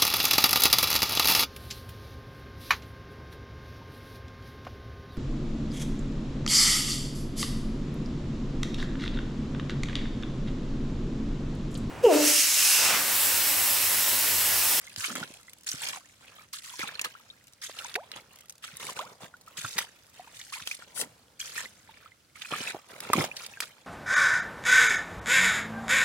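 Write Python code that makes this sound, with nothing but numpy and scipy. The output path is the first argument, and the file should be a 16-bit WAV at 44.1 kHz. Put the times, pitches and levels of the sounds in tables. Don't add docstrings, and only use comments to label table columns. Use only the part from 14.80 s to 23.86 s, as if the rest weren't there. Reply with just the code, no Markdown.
import sys
import numpy as np
from scipy import signal
from scipy.fft import rfft, irfft, next_fast_len
from scipy.io import wavfile
from scipy.ndimage import uniform_filter1d, map_coordinates

SR = 44100
rng = np.random.default_rng(int(sys.argv[2]) if len(sys.argv) > 2 else 0)


def store_pcm(level_fs):
    pcm = np.round(np.clip(level_fs, -1, 1) * 32767).astype(np.int16)
    wavfile.write(sys.argv[1], SR, np.atleast_2d(pcm).T)


N = 399546

# start_s, spray_db, slosh_db, left_ear_lag_ms
STEPS = [(.19, -35, -46, .1), (0.862, -35, -46, 0.15), (1.727, -37.5, -45, -0.15),
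         (2.814, -38, -44.5, 0.067), (3.823, -45.5, -41.5, -0.073), (4.767, -37.5, -42, 0.062),
         (5.72, -38, -39.5, -.12), (6.591, -40, -43.5, 0.068), (7.606, -50, -44, -0.059),
         (8.33, -43, -47, 0.082), (8.801, -41.5, -55, 0.015)]


def amp(db):
    return 10 ** (np.asarray(db) / 20)


def unit(x):
    return x / np.sqrt(np.mean(x ** 2) + 1e-20)


def along(points, hz):
    point_hz, value = np.transpose(points)
    return np.interp(np.log(hz + 1), np.log(point_hz + 1), value)


def wobble(rate):
    points = rng.standard_normal(int(N * rate / SR) + 4)
    return map_coordinates(points, [np.arange(N) * rate / SR])


def filtered(x, response):
    size = x.shape[-1]
    padded = next_fast_len(size + 8192)
    hz = np.fft.rfftfreq(padded, 1 / SR)
    return irfft(rfft(x, padded) * response(hz), padded)[..., :size]


def coloured(x, spectrum):
    def response(hz):
        bass_cut = np.minimum(hz / spectrum[0][0], 1) ** 2
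        return amp(along(spectrum, hz)) * bass_cut
    return unit(filtered(x, response))


def add(track, s, sound):
    part = track[..., max(round(s * SR), 0):][..., :sound.shape[-1]]
    part += sound[..., :part.shape[-1]]


def swell(length, rise, fall_db_per_s):
    sag_db = 1.5
    t = np.arange(SR) / SR
    sag = sag_db * np.minimum(t / length, 1)
    fall = fall_db_per_s * np.maximum(t - length, 0)
    return np.minimum(t / rise, 1) * amp(-sag - fall)


def rush(spectrum):
    # pitch_hz, likeness (1 = the same, 0 = unrelated)
    likeness = [(30, 0.39), (100, 0.99), (400, 0.79), (1200, 0.27), (3000, 0.6), (10000, .05)]

    def mid_side_gains(hz):
        turn = np.arccos(np.clip(along(likeness, hz), -1, 1)) / 2
        return np.array([np.cos(turn), np.sin(turn)])
    mid, side = filtered(rng.standard_normal((2, N)), mid_side_gains)
    return coloured(np.array([mid + side, mid - side]), spectrum)


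def swarm(spectrum, low_hz, high_hz, cycles, scatter_db, climb, spread_ms, count, size):
    when, pitch, life, strength, side = rng.random((count, 5)).T[:, :, None]
    hz = low_hz * (high_hz / low_hz) ** pitch
    decay = cycles * (.5 + life) / hz / np.pi
    sign = np.sign(rng.standard_normal((count, 1)))
    gain = amp(-scatter_db * np.log(1 - .99 * strength)) * sign
    index = ((when * N).astype(int) + np.arange(size)).ravel()
    pair = []
    for ear in (side, 1 - side):
        t = np.maximum(np.arange(size) / SR - spread_ms * ear / 1000, 0)
        cycles_done = hz * t * (1 + climb * np.tanh(t / decay / 4))
        ring = gain * np.exp(-t / decay) * np.sin(2 * np.pi * cycles_done)
        pair.append(np.bincount(index, ring.ravel(), N)[:N])
    pair = coloured(np.array(pair), spectrum)
    power = uniform_filter1d(np.mean(pair ** 2, 0), size=1500)
    power = uniform_filter1d(power, size=1500)
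    return unit(pair / np.sqrt(abs(power) + 0.043))


def patchy(pair, depth_db):
    z = signal.stft(pair, nperseg=256)[2]
    field = uniform_filter1d(rng.standard_normal(z.shape[1:]), size=7, axis=0)
    field = uniform_filter1d(field, size=3, axis=1)
    return unit(signal.istft(z * amp(depth_db * unit(field)), nperseg=256)[1][:, :N])


def stream():
    # pitch_hz, relative_level_db
    flow_colour = [(30, -22), (60, -6), (100, -2), (160, -5.5), (290, -8.5), (420, -17), (520, -11),
                   (720, -18.5), (1000, -20.5), (1400, -13), (2100, -19.5), (4500, -19), (9000, -22),
                   (16000, -29)]
    trickle_colour = [(500, -14), (1400, -26), (4000, -1), (9000, -9)]
    trickle = swarm(trickle_colour, 733, 7000, cycles=20, scatter_db=9.0, climb=.15, spread_ms=0.42,
                    count=1100, size=900)
    flow = amp(wobble(4))
    return amp(-64) * flow * rush(flow_colour) + amp(-74.5) * trickle


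def shedding():
    # start_s, length_s, level_db (typical drop, before the band filter)
    swings = [(0, 0.18, -44), (0.538, 0.38, -43), (2.616, 0.16, -45), (3.52, 0.3, -44.5),
              (4.559, 0.16, -44), (5.199, 0.24, -50.5)]
    drops_per_s, drop_t60_s, scatter_db = 36, .014, 4
    track, t = np.zeros(N), np.arange(SR // 40) / SR
    for s, length, db in swings:
        for k in range(int(length * drops_per_s)):
            start = s + (k + rng.random()) / drops_per_s
            tick = rng.standard_normal(len(t)) * amp(-60 * t / drop_t60_s)
            add(track, start, amp(db + scatter_db * rng.standard_normal()) * tick)
    return signal.lfilter(*signal.butter(1, [3000, 11000], "band", fs=SR), track)


def agitation():
    # start_s, length_s, spray_db, slosh_db, churn_db
    surges = [(0, 0.14, -54.5, -56, -64.5), (0.167, 0.077, -40.5, -51, -57),
              (0.221, 0.052, -35, -37.5, -60), (0.272, 0.057, -43, -44, -49.5),
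              (0.358, 0.079, -45.5, -42, -47), (0.442, 0.14, -57.5, -59.5, -64.5),
              (0.92, 0.18, -43, -48, -61), (1.017, 0.067, -40.5, -39.5, -52.5),
              (1.09, 0.079, -43.5, -44.5, -54.5), (1.403, 0.24, -62, -58, -64),
              (1.814, 0.23, -47, -53, -75), (1.983, 0.043, -40.5, -36.5, -50.5),
              (2.046, 0.053, -50, -40, -52.5), (2.108, 0.12, -59, -48.5, -58),
              (2.237, 0.019, -40.5, -36.5, -46), (2.823, 0.02, -41, -45.5, -66),
              (2.876, .09, -51.5, -53.5, -65), (2.958, .11, -47, -46.5, -56.5),
              (3.075, 0.045, -51, -49, -60), (3.32, 0.038, -67, -49, -61), (3.351, 0.02, -50, -42.5, -45),
              (3.22, 0.13, -74, -62, -61), (3.501, 0.12, -66, -61.5, -69), (3.82, 0.21, -56.5, -55, -66),
              (3.994, 0.13, -43.5, -46.5, -49.5), (4.151, 0.074, -49, -46.5, -47),
              (4.241, 0.084, -59.5, -57, -51), (4.399, 0.057, -52, -51.5, -48),
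              (4.663, 0.12, -63, -61.5, -61), (4.802, 0.087, -42.5, -49, -59.5),
              (4.899, 0.13, -43, -54, -64), (4.957, 0.047, -47, -38, -47.5), (5.024, .035, -60, -53, -56.5),
              (5.334, 0.2, -60.5, -58.5, -64.5), (5.536, 0.24, -50.5, -58, -71),
              (5.759, 0.083, -52.5, -50.5, -66), (5.856, 0.093, -43, -51, -65.5),
              (5.984, .05, -56, -52, -59.5), (6.06, 0.13, -64.5, -63, -61), (6.153, 0.074, -54, -46, -51),
              (6.189, 0.042, -48, -47.5, -44.5), (6.63, 0.12, -45.5, -48.5, -62),
              (6.751, 0.057, -39.5, -39, -55), (6.819, 0.037, -45, -47, -52.5),
              (7.068, 0.22, -73.5, -59, -66.5), (7.544, 0.056, -53.5, -51, -66),
              (7.645, 0.086, -49.5, -52, -67), (7.704, 0.044, -44.5, -34.5, -41.5),
              (7.749, 0.16, -42.5, -38.5, -50.5), (7.924, 0.044, -60, -57, -51.5),
              (8.083, 0.11, -56, -53.5, -51.5), (8.21, 0.19, -51, -44.5, -45.5),
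              (8.325, 0.053, -43, -38.5, -40), (8.379, 0.069, -41, -35.5, -34.5),
              (8.551, 0.1, -48, -48, -68), (8.682, 0.1, -56.5, -57, -76), (8.814, 0.015, -43.5, -36, -48.5)]
    entry_rise_s, entry_hold_s, entry_fall_db_per_s = 0.009, 0.022, 257
    surge_rise_s, surge_fall_db_per_s = .012, 482
    wash_db, wash_fall_db_per_s = [[-19.5], [-22.5], [-17]], 28.5
    power, wash = np.zeros((3, N)), np.zeros((3, N))
    for s, spray_db, slosh_db, _ in STEPS:
        gain = amp([[spray_db], [slosh_db], [-np.inf]])
        add(power, s, (gain * swell(entry_hold_s, entry_rise_s, entry_fall_db_per_s)) ** 2)
    for s, length, *levels_db in surges:
        gain = amp(levels_db)[:, None]
        add(power, s, (gain * swell(length, surge_rise_s, surge_fall_db_per_s)) ** 2)
        add(wash, s, (gain * amp(wash_db) * swell(length, length, wash_fall_db_per_s)) ** 2)
    return 10 * np.log10(power + wash + 1e-12)


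def splashing(spray_db, slosh_db, churn_db):
    # pitch_hz, relative_level_db
    spray_colour = [(1500, -8), (3500, -8.5), (5000, -5), (7000, -2.5), (10000, -4), (13000, -9.5),
                    (16000, -12.5)]
    slosh_colour = [(500, -34), (900, -17), (1350, -2), (2200, 3), (3500, 2), (5000, -5), (9000, -62)]
    churn_colour = [(150, -2.5), (330, -12), (510, -1.5), (700, -3), (950, 0), (1200, -3.5), (2000, -25)]
    spurts = wobble(130)
    spray = swarm(spray_colour, 2980, 13660, cycles=5.7, scatter_db=4, climb=0.084, spread_ms=0.19,
                  count=16000, size=170)
    slosh = swarm(slosh_colour, 950, 4480, cycles=3.4, scatter_db=4.5, climb=0.19, spread_ms=0.21,
                  count=5500, size=380)
    gurgle = swarm(slosh_colour, 750, 3400, cycles=14, scatter_db=5, climb=.36, spread_ms=.14,
                   count=1000, size=1200)
    churn = swarm(churn_colour, 322, 1220, cycles=2.9, scatter_db=4.5, climb=0.15, spread_ms=0.23,
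                  count=2000, size=1300)
    spray = patchy(spray + amp(-5.5) * rush(spray_colour), depth_db=2.0)
    slosh = patchy(slosh + gurgle + amp(-4.5) * rush(slosh_colour), depth_db=2.0)
    churn = unit(churn + amp(-0.5) * rush(churn_colour))
    return (amp(spray_db + 2.4 * spurts) * spray
            + amp(slosh_db + 1.35 * spurts) * slosh
            + amp(churn_db + 1.5 * spurts) * churn)


def drips(slosh_db, count):
    track, t = np.zeros(N), np.arange(SR // 25) / SR
    astir_db = np.minimum(slosh_db, -57)
    for when, pitch, strength, life in rng.random((count, 4)):
        hz = 1100 * 4.2 ** pitch
        envelope = np.exp(-t * hz / (4 + 7 * life)) * (1 - np.exp(-t / 0.00037))
        ring = np.sin(2 * np.pi * hz * t * (1 + 7 * t)) * envelope
        tick = np.diff(rng.standard_normal(len(t) + 1)) * amp(-60 * t / 0.013)
        gain = amp(astir_db[int(when * N)] + 5 + 10 * strength ** 2)
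        start = when * N / SR
        add(track, start, gain * 0.5 * tick)
        add(track, start + 0.00339 * life, gain * ring)
    return track


def bubbles():
    # start_s, level_db, start_pitch_hz, climb_octaves_per_s (negative falls)
    single_bubbles = [(.074, -36, 2110, -1), (.242, -20, 2070, 19), (.429, -25.5, 1426, 7.5),
                      (.682, -41, 1930, 16), (0.925, -36.5, 1490, 2), (1.002, -35, 2750, 31),
                      (1.017, -40, 890, 5), (1.132, -33, 2000, -6), (1.137, -36, 1000, 20),
                      (1.172, -37, 800, -9.5), (1.586, -44, 1195, 13), (1.938, -38.5, 997, -1),
                      (2.03, -24, 1420, -19), (2.043, -34, 860, -8), (2.153, -29.5, 4200, 0),
                      (2.257, -29, 1250, -0.5), (2.351, -37, 1210, 33), (2.501, -34.5, 3520, 17),
                      (3.009, -34.5, 1404, -5), (3.049, -33.5, 917, 11), (3.163, -28.5, 754, -4),
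                      (4.09, -29.5, 1135, -22), (4.54, -35, 1400, 7.5), (4.677, -39.5, 1245, 10),
                      (4.848, -30.5, 1340, 1), (5.015, -33, 1300, 29), (5.396, -35, 718, 3),
                      (5.474, -42.5, 844, 24), (5.739, -25.5, 2470, 0), (5.913, -22, 2370, 15),
                      (6.022, -37, 1410, -2), (6.612, -28, 3210, 2), (6.779, -28.5, 1720, 20),
                      (6.813, -36, 1700, 12), (6.856, -29.5, 1984, 3.5), (7.092, -40.5, 895, 0.5),
                      (7.259, -41, 1240, 16), (7.318, -46, 2010, 6), (7.648, -32.5, 2480, 0),
                      (7.736, -22.5, 1204, 2.5), (7.873, -22.5, 2620, -2), (7.905, -35, 1375, 28),
                      (7.946, -32, 786, -38), (8.409, -26, 1050, 10), (8.514, -29.5, 2360, 23),
                      (8.737, -37, 2590, -1), (8.772, -34.5, 1610, -3)]
    # start_s, level_db, start_pitch_hz, t60_s (fade by 60 dB), climb_octaves_per_s
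    glugs = [(3.154, -38.5, 363, 0.58, 17), (3.177, -33.5, 720, 0.083, 42), (4.192, -25, 938, 0.079, 31),
             (4.212, -38.5, 561, 0.28, 21.5), (8.333, -10, 1252, 0.021, -14),
             (8.336, -10.5, 1150, 0.027, -12)]
    t60_at_1khz_s, size_law = 0.048, 0.42
    track, t = np.zeros(N), np.arange(SR // 5) / SR
    pockets = [(s, db, hz, t60_at_1khz_s * (hz / 1000) ** -size_law, climb)
               for s, db, hz, climb in single_bubbles]
    for s, db, hz, t60, climb in pockets + glugs:
        octaves = np.minimum(climb * t, 2)
        surfaced = np.clip((1.6 - octaves) / .25, 0, 1)
        onset = 1 - np.exp(-t / 0.00037)
        late_cut = 1 + (t / t60 / 0.95) ** 8
        envelope = surfaced * amp(db - 60 * t / t60) * onset / late_cut
        add(track, s, envelope * np.sin(2 * np.pi * np.cumsum(hz * 2 ** octaves) / SR))
    return track


def slaps():
    # start_s, level_db (before a shared 4.5 dB cut), ring_hz, t60_s, crack_db (next to the ring)
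    slap_list = [(.162, -20, 2830, 0.006, -2.5), (.244, -35, 2210, 0.016, -14), (.354, -25, 1160, 0.015, 6),
                 (.36, -20.5, 1460, 0.018, -12), (.889, -17.5, 5950, 0.021, -12),
                 (.916, -18.5, 5940, .014, -7), (1.086, -21, 5900, .022, -7),
                 (2.007, -21.5, 2080, .018, -10), (2.194, -15, 2260, 0.017, -26),
                 (2.214, -18.5, 6500, .016, -1), (2.245, -20.5, 1820, 0.031, -1.5),
                 (2.817, -38, 5000, .011, -10), (2.988, -22.5, 3260, 0.024, -22),
                 (3.142, -22, 4200, 0.011, -12), (3.154, -13.5, 2260, 0.017, -20),
                 (3.159, -11.5, 1830, 0.0087, -27), (3.317, -21, 3770, 0.0078, -22),
                 (3.696, -26, 6500, 0.013, -7), (3.97, -22, 9300, 0.0083, -15),
                 (4.19, -21.5, 3120, 0.016, -25), (4.432, -31, 1280, .012, -20),
                 (4.844, -25, 1360, 0.063, -21), (4.98, -25, 1680, 0.065, 8.5), (4.986, -13, 1600, .021, 0),
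                 (5.613, -29, 3440, 0.025, -11), (5.874, -15, 3470, 0.0092, -4.5),
                 (5.913, -32, 2560, 0.024, 2), (6.213, -28, 2930, 0.024, 11),
                 (7.619, -23, 2650, 0.024, -25), (8.204, -33, 2490, 0.016, 12),
                 (8.333, -10, 1400, 0.014, 0), (8.445, -23.5, 1720, 0.028, -2),
                 (8.566, -24.5, 4650, 0.029, -22), (8.664, -27.5, 5060, 0.016, 2.5),
                 (8.804, -20.5, 2040, 0.019, 5)]
    track, t = np.zeros(N), np.arange(SR // 8) / SR
    for s, db, hz, t60, crack_db in slap_list:
        noise = rng.standard_normal((2, len(t)))
        pocket = signal.lfilter(*signal.iirpeak(min(hz, SR / 3), 3, SR), noise[0])
        crack = signal.lfilter(*signal.butter(1, [1700, 9000], "band", fs=SR), noise[1])
        onset = 1 - np.exp(-(t / t60 / .035) ** 2)
        fall = amp(-60 * t / t60) * onset
        strength = np.sqrt(np.mean(fall ** 2))
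        pocket = unit(pocket * fall) * strength
        crack = unit(crack * fall) * strength
        add(track, s - .0005, amp(db - 4.5) * (pocket + amp(crack_db) * crack))
    return track


def thuds():
    # start_s, level_db (of the tone, before the bass cut), pitch_hz
    knocks = [(.175, -38, 100), (.283, -39, 185), (0.412, -34.5, 171), (.503, -40.5, 239), (.938, -34, 134),
              (1.993, -35.5, 302), (2.034, -38.5, 197), (2.896, -31, 614), (3.932, -43.5, 153),
              (4.115, -45, 240), (4.432, -41, 157), (4.783, -40.5, 162), (4.842, -35, 110),
              (4.957, -38, 209), (5.815, -47, 90), (7.723, -27, 304), (7.806, -31.5, 250),
              (7.946, -24.5, 373), (7.966, -30, 590), (8.3, -13, 400), (8.354, -20.5, 236),
              (8.382, -14.5, 320), (8.391, -20, 127)]
    cycles = 7.2
    track, t = np.zeros(N), np.arange(SR // 6) / SR
    for s, db, hz in knocks:
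        band = signal.butter(2, [.5 * hz, 2.0 * hz], "band", fs=SR)
        puff = unit(signal.lfilter(*band, rng.standard_normal(len(t))))
        envelope = amp(db - 60 * t * hz / cycles) * (1 - np.exp(-t / 0.00039))
        add(track, s, envelope * (np.sin(2 * np.pi * hz * t) + 0.62 * puff))
    return signal.lfilter(*signal.butter(4, 92, "high", fs=SR), track)


def heaving():
    # start_s, length_s, level_db (before flutter and bass cut)
    heaves = [(.29, 0.12, -44.5), (1.978, 0.096, -61), (6.186, 0.064, -52.5), (7.7, 0.16, -63),
              (8.35, 0.069, -33.5)]
    # pitch_hz, relative_level_db
    heave_colour = [(100, -36), (130, 1.5), (190, 4), (250, 9.5), (380, -1.5), (700, -25)]
    rise_s, fall_db_per_s = 0.022, 330
    level = np.zeros(N)
    for s, length, db in heaves:
        add(level, s, amp(db) * swell(length, rise_s, fall_db_per_s))
    flutter = amp(wobble(90))
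    return signal.lfilter(*signal.butter(3, 90, "high", fs=SR), level * flutter * rush(heave_colour))


def sleeve():
    # start_s, length_s, level_db (midway between the ears)
    brush = (6.142, 0.071, -29.5)
    # pitch_hz, relative_level_db
    nylon_colour = [(4000, -1), (7000, 1), (9500, 9.5), (12000, -2), (16000, -8)]
    rise_s, fall_db_per_s, pan_db = 0.072, 900, 7
    s, length, db = brush
    level = np.zeros(N)
    add(level, s, amp(db) * swell(length, rise_s, fall_db_per_s))
    return level * rush(nylon_colour) * amp([[pan_db / 2], [-pan_db / 2]])


def placed(pair):
    s, _, _, lag_ms = np.transpose(STEPS)
    step = np.searchsorted(s, np.arange(N) / SR + .05) - 1
    step = np.maximum(step, 0)
    lag = uniform_filter1d(lag_ms[step], size=4000) * SR / 1000
    return np.array([map_coordinates(x, [np.arange(N) + way * lag / 2]) for x, way in zip(pair, (-1, 1))])


def banks(pair, t60, size):
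    # pitch_hz, gain_db
    bank_colour = [(100, -6.5), (500, -7), (1300, -3.5), (3000, 3), (12000, 1)]
    t, out = np.arange(SR // 8) / SR, np.zeros((2, N))
    for start in range(0, N - size // 2, size // 2):
        piece = pair[:, start:start + size]
        fade = amp(-60 * t / t60) + amp(-44 - 60 * t / 0.66)
        tail = rng.standard_normal((2, len(t))) * fade * (t > .0006)
        tail = filtered(tail / np.linalg.norm(tail[0]), lambda hz: amp(along(bank_colour, hz)))
        faded_piece = piece * np.hanning(size)[:piece.shape[1]]
        add(out, start / SR, signal.fftconvolve(faded_piece, tail, axes=1))
    return out


def scene():
    spray_db, slosh_db, churn_db = agitation()
    water = splashing(spray_db, slosh_db, churn_db) + drips(slosh_db, count=280)
    steps = placed(water + heaving() + slaps() + bubbles() + thuds() + shedding() + sleeve())
    return steps + amp(-4.5) * banks(steps, t60=0.016, size=8192) + stream()


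def record(dry):
    top_hz = 16200
    # pitch_hz, difference_db
    lean_points = [(200, -1.8), (1100, -2.0), (2200, -1.2), (4000, -2.0), (8000, 0.4), (13000, -0.5)]

    def response(hz):
        lean = along(lean_points, hz)
        return amp(np.array([lean, -lean]) / 2) * (hz < top_hz)
    return filtered(dry, response)


dry = scene()
out = record(dry)
store_pcm(out)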